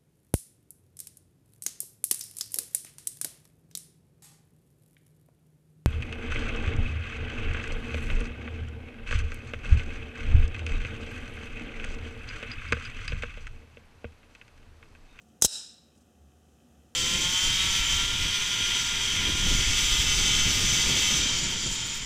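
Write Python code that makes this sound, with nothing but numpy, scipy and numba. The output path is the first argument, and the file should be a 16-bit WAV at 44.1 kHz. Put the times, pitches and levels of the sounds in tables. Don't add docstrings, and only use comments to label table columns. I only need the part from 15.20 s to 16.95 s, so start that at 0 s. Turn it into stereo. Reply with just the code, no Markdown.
import sys
import numpy as np
from scipy import signal
from scipy.fft import rfft, irfft, next_fast_len
from scipy.io import wavfile
from scipy.ndimage import uniform_filter1d, map_coordinates
from numba import njit

SR = 44100
rng = np.random.default_rng(int(sys.argv[2]) if len(sys.argv) > 2 else 0)


def amplitude_ratio(level_db):
    exponent = np.asarray(level_db, float) / 20
    return 10 ** exponent


def to_wav(sig):
    pcm = np.clip(np.atleast_2d(sig), -1, 1) * 32767
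    pcm = np.round(pcm).astype(np.int16)
    wavfile.write(sys.argv[1], SR, pcm.T)


N = 77175


def curve(rows):
    return np.interp(np.arange(N) / SR, *np.transpose(rows))


def along(points, hz):
    point_hz, values = np.transpose(points)
    return np.interp(np.log(hz + 1), np.log(point_hz + 1), values)


def wobble(rate):
    knots = rng.standard_normal(int(N * rate / SR) + 4)
    return map_coordinates(knots, [np.arange(N) * rate / SR])


def coloured(x, spectrum):
    size = 2 * next_fast_len(N // 2 + 4096)
    shape = amplitude_ratio(along(spectrum, np.fft.rfftfreq(size, 1 / SR)))
    cepstrum = irfft(np.log(shape + 1e-6), size)
    cepstrum[1:size // 2] *= 2
    cepstrum[size // 2 + 1:] = 0
    response = np.exp(rfft(cepstrum))
    noise_gain = np.sqrt(np.mean(abs(response) ** 2))
    return irfft(rfft(x, size) * response / noise_gain, size)[..., :N]


def widen(mid, other, side_share):
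    side = irfft(rfft(other) * amplitude_ratio(along(side_share, np.fft.rfftfreq(N, 1 / SR))), N)
    return np.array([mid + side, mid - side])


def bursts(rows, t60):
    t = np.arange(N) / SR
    return sum(amplitude_ratio(db - 60 * np.clip(t - start - hold, 0, 1) / t60) * (t >= start)
               for start, db, hold, *_ in rows)


def ringing(times, levels_db, modes):
    blows = np.zeros(N)
    np.add.at(blows, (np.asarray(times) * SR).astype(int), amplitude_ratio(levels_db))
    t = np.arange(SR // 8) / SR
    ring = sum(amplitude_ratio(db - 60 * t / t60) * np.sin(2 * np.pi * hz * t) for hz, db, t60 in modes)
    return signal.fftconvolve(blows, ring)[:N]


# frequency in Hz, relative density in dB per Hz.
AIR_MID_COLOUR = [(15, -76), (25, -42.5), (65, -5.5), (85, -6), (105, -14.5), (135, -14), (202, -9.5),
                  (232, -5), (266, -11.5), (445, -19.5), (496, -16), (669, -24.5), (726, -18), (1010, -35),
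                  (1180, -26.5), (2090, -35.5), (3060, -32.5), (4480, -39), (6210, -32.5), (14400, -44),
                  (16500, -55.5)]
# frequency in Hz, relative density in dB per Hz.
AIR_SIDE_COLOUR = [(15, -48), (25, -15), (114, 1), (410, -2), (809, -9), (1010, -20), (1150, -12.5),
                   (2270, -32.5), (3060, -29), (4600, -44.5), (5720, -32.5), (14400, -36.5), (16500, -45.5)]


def room_air():
    mid_db = -61.5 + 0.68 * wobble(4)
    side_db = -62 + 0.87 * wobble(4)
    mid = amplitude_ratio(mid_db) * coloured(rng.standard_normal(N), AIR_MID_COLOUR)
    side = amplitude_ratio(side_db) * coloured(rng.standard_normal(N), AIR_SIDE_COLOUR)
    return np.array([mid + side, mid - side])


# frequency in Hz, level in dB, waver of level in dB.
HUM_TONES = [(75, -66, 3), (139, -72, 2), (236.2, -71, 4), (721, -76, 0)]
# time in seconds, level in dB.
HUM_SWELL = [(0.5, -73), (0.802, -69), (0.812, -79), (1.042, -59.5), (1.75, -60.5)]


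def hum():
    t = np.arange(N) / SR
    tones = []
    for hz, db, waver_db in HUM_TONES:
        level = amplitude_ratio(db + waver_db * wobble(9.8))
        phase_waver = .4 * waver_db * wobble(8)
        tones.append(level * np.sin(2 * np.pi * hz * t + phase_waver))
    swell_db = curve(HUM_SWELL)
    return amplitude_ratio(swell_db - swell_db.mean()) * tones[0] + sum(tones[1:])


# frequency in Hz, relative level in dB, t60 in seconds.
TICK_MODES = [(2600, -2, .028), (3080, 0, .028)]


def camera_ticks():
    count, start_s, period_s = 104, .0015, .01668
    levels_db = -73 + 3 * rng.standard_normal(count)
    return ringing(start_s + period_s * np.arange(count), levels_db, TICK_MODES)


# start in seconds, level in dB, length in seconds.
GRIP_RUBS = [(.016, -65, .003), (.085, -71, .004), (.75, -73, .02), (.775, -70, .01), (.808, -70, .015)]
# frequency in Hz, relative density in dB per Hz.
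CREAK_COLOUR = [(2000, -25), (4500, -8), (6000, 0), (8500, -3), (11000, -14), (14000, -25)]


def grip_creaks():
    return coloured(bursts(GRIP_RUBS, .05) * rng.standard_normal(N), CREAK_COLOUR)


# frequency in Hz, side over mid in dB.
NEAR_SIDE = [(1500, -9.5), (4000, -18.5), (8000, -15.5), (15000, -10)]


def close_noise(envelope, colour):
    mid, twin = coloured(envelope * rng.standard_normal((2, N)), colour)
    return widen(mid, twin, NEAR_SIDE)


def chatter(contacts, colour):
    t60_s, rough_db, rough_rate = 0.0091, 4, 1500
    rough = amplitude_ratio(rough_db * wobble(rough_rate))
    return close_noise(rough * bursts(contacts, t60_s), colour)


# frequency in Hz, relative level in dB, t60 in seconds.
HANDLE_MODES = [(240, 3, .025), (330, -2, .015), (510, 2, .014), (660, 0, .013), (800, -3, .012),
                (1300, -7, .008)]


def handle_thud(contacts):
    times, _, _, thud_db = np.transpose(contacts)
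    return ringing(times, thud_db, HANDLE_MODES)


# start in seconds, level in dB, chatter length in seconds, thud in dB.
CATCH_CONTACTS = [(0.2141, -41, 0.0021, -70), (.2207, -37, .001, -71), (0.2217, -7, .002, -29),
                  (.2240, -8, .001, -23)]
# frequency in Hz, relative density in dB per Hz.
CATCH_COLOUR = [(710, -45.5), (1200, -14.5), (2170, -23.5), (3970, -28.5), (4520, -17), (6150, 0.5),
                (7090, -5), (9130, -9), (11100, -22), (12500, -15), (13300, -25), (15800, -27),
                (16500, -42.5)]


def catch():
    return chatter(CATCH_CONTACTS, CATCH_COLOUR) + handle_thud(CATCH_CONTACTS)


# time in seconds, level in dB.
SLIDE_LEVEL = [(.2220, -14), (.2300, -14), (.2440, -10.5), (.2600, -18), (.2720, -34.5), (.2900, -48.5)]
# frequency in Hz, relative density in dB per Hz.
SLIDE_COLOUR = [(590, -56.5), (1000, -24), (2170, -26.5), (3550, -9.5), (3900, -6.5), (4440, -21.5),
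                (4870, -2), (7520, -3.5), (12500, -16), (15900, -29), (16500, -48)]


def blade_slide():
    t = np.arange(N) / SR
    moving = (t > SLIDE_LEVEL[0][0]) & (t < SLIDE_LEVEL[-1][0])
    return close_noise(amplitude_ratio(curve(SLIDE_LEVEL)) * moving, SLIDE_COLOUR)


# time in seconds, level in dB.
JERKS = [(0.2223, -27), (0.2477, -14), (.2484, -1), (.2506, -11), (.2528, -7)]
# frequency in Hz, relative level in dB, t60 in seconds.
JERK_MODES = [(470, 0.5, .013), (1200, -6, .009), (680, -5, .01)]


def sideways_jerks():
    jerk = ringing(*np.transpose(JERKS), JERK_MODES)
    return np.array([-jerk, jerk])


# frequency in Hz, level in dB, t60 in seconds.
RECOIL_MID = [(68, -10, .04)]
# lag in seconds, frequency in Hz, level in dB, t60 in seconds.
RECOIL_SIDE = [(.0022, 80, -5, .03), (-.028, 110, -28, .03)]


def hand_recoil():
    recoil_s = .2505
    mid = ringing([recoil_s], [0], RECOIL_MID)
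    side = sum(ringing([recoil_s + lag], [0], [mode]) for lag, *mode in RECOIL_SIDE)
    return np.array([mid - side, mid + side])


# time in seconds, relative level in dB.
ROOM_SHOTS = [(.2225, -8), (.235, -14), (.250, 0)]
# frequency in Hz, relative density in dB per Hz.
ROOM_COLOUR = [(210, -54), (350, -24), (656, -21), (723, -35), (809, -18), (1190, -29), (1400, -16),
               (1840, -23), (2130, -32), (2270, -25), (2760, -15), (3510, -15), (3870, 2), (4470, -15),
               (5170, 1), (6170, -11), (7730, -5), (8940, -11), (9540, -17), (15500, -41), (16500, -60)]
# frequency in Hz, t60 in seconds.
ROOM_T60 = [(500, .35), (1300, .55), (2500, .6), (4000, .58), (6000, .5), (9000, .44), (15000, .33)]
# frequency in Hz, side over mid in dB.
ROOM_SIDE = [(60, 2), (150, 6), (380, 8.5), (950, -0.5), (2380, -9.5), (5980, -13.5), (15000, 1)]


def room():
    room_db, reference_age_s, delay_s, build_s = -34, .1, .006, .02
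    wet = np.zeros((2, N + SR))
    for start, db in ROOM_SHOTS:
        hz, t, cells = signal.stft(rng.standard_normal((2, SR)), SR, nperseg=256)
        build = 1 - np.exp(-t / build_s)
        decay = amplitude_ratio(-60 * (t - reference_age_s) / along(ROOM_T60, hz)[:, None])
        tail = signal.istft(cells * build * decay, SR, nperseg=256)[1][:, :SR]
        first = int((start + delay_s) * SR)
        wet[:, first:first + SR] += amplitude_ratio(db) * tail
    mid, twin = coloured(wet[:, :N], ROOM_COLOUR)
    return amplitude_ratio(room_db) * widen(mid, twin, ROOM_SIDE)


# start in seconds, level in dB, chatter length in seconds, thud in dB.
LOCK_CONTACTS = [(0.2468, -3, .0015, -12.5), (0.2489, -4, .002, -21), (0.2513, -3, .001, -26),
                 (.2538, -10, .001, -30), (0.2557, -8, .0015, -40), (0.2608, -18, .003, -45)]
# frequency in Hz, relative density in dB per Hz.
LOCK_COLOUR = [(710, -49), (1200, -22), (2190, -18.5), (3260, -7.5), (3520, -25.5), (3970, 4),
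               (4570, -17.5), (5160, 0.5), (8450, 1), (10200, -4), (11100, -7), (15300, -13.5),
               (16500, -31)]
# frequency in Hz, level in dB when the loudest contact rings it, t60 in seconds.
BLADE_MODES = [(3970, -13.5, .05), (5200, -16.5, .04), (6394, -15, .03), (7656, -18, .025)]


def lock():
    times, levels_db, _, _ = np.transpose(LOCK_CONTACTS)
    blade = ringing(times, levels_db - levels_db.max(), BLADE_MODES)
    return chatter(LOCK_CONTACTS, LOCK_COLOUR) + blade + handle_thud(LOCK_CONTACTS)


def scene():
    background = room_air() + hum() + camera_ticks() + grip_creaks()
    knife = catch() + blade_slide() + sideways_jerks() + hand_recoil() + lock()
    return background + knife + room()


@njit
def follow(want_db, attack, hold, release_db, slow):
    fast, memory = np.zeros_like(want_db), np.zeros_like(want_db)
    cut, trail, wait = 0., 0., 0.
    for i in range(len(want_db)):
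        if want_db[i] > cut:
            cut += attack * (want_db[i] - cut)
            wait = hold
        elif wait > 0:
            wait -= 1
        else:
            cut = max(cut - release_db, 0.)
        trail = max(cut, trail * slow)
        fast[i], memory[i] = cut, trail
    return fast, memory


def gain_control(dry):
    limit_db, most_cut_db, squeeze = -28, 13, .9
    attack_s, hold_s, release_db_per_s = .004, .035, 260
    slow_share, slow_release_s = .3, .2
    power = uniform_filter1d(np.mean(dry ** 2, axis=0), size=44)
    level_db = 10 * np.log10(abs(power) + 1e-12)
    want_db = np.clip(squeeze * (level_db - limit_db), 0, most_cut_db)
    fast, memory = follow(want_db, 1 / (attack_s * SR), hold_s * SR, release_db_per_s / SR,
                          np.exp(-1 / (slow_release_s * SR)))
    return dry * amplitude_ratio(-(1 - slow_share) * fast - slow_share * memory)


def overload(ports):
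    ceiling, knee = .47, 4
    left, right = ports
    mid, side = (left + right) / 2, (left - right) / 2
    mid = mid / (1 + abs(mid / ceiling) ** knee) ** (1 / knee)
    return np.array([mid + side, mid - side])


# frequency in Hz, width in Hz, depth in dB.
BODY_DIPS = [(2200, 130, -7), (4480, 170, -4)]


def microphone_band(ports):
    low_cut_hz, top_hz, top_edge_hz = 35, 16500, 400
    hz = np.fft.rfftfreq(N, 1 / SR)
    bass = (1j * hz / (low_cut_hz + 1j * hz)) ** 2
    treble = np.clip((top_hz - hz) / top_edge_hz + .5, 0, 1) ** 2
    dips_db = sum(db * np.exp(-((hz - dip_hz) / width) ** 2) for dip_hz, width, db in BODY_DIPS)
    return irfft(rfft(ports) * bass * treble * amplitude_ratio(dips_db), N)


def roll_off(x):
    return signal.sosfilt(signal.butter(12, 16720, fs=SR, output="sos"), x)


def record(dry):
    steadied = gain_control(dry)
    rounded = overload(steadied)
    mix = microphone_band(rounded)
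    return roll_off(mix)


dry = scene()
out = record(dry)
to_wav(out)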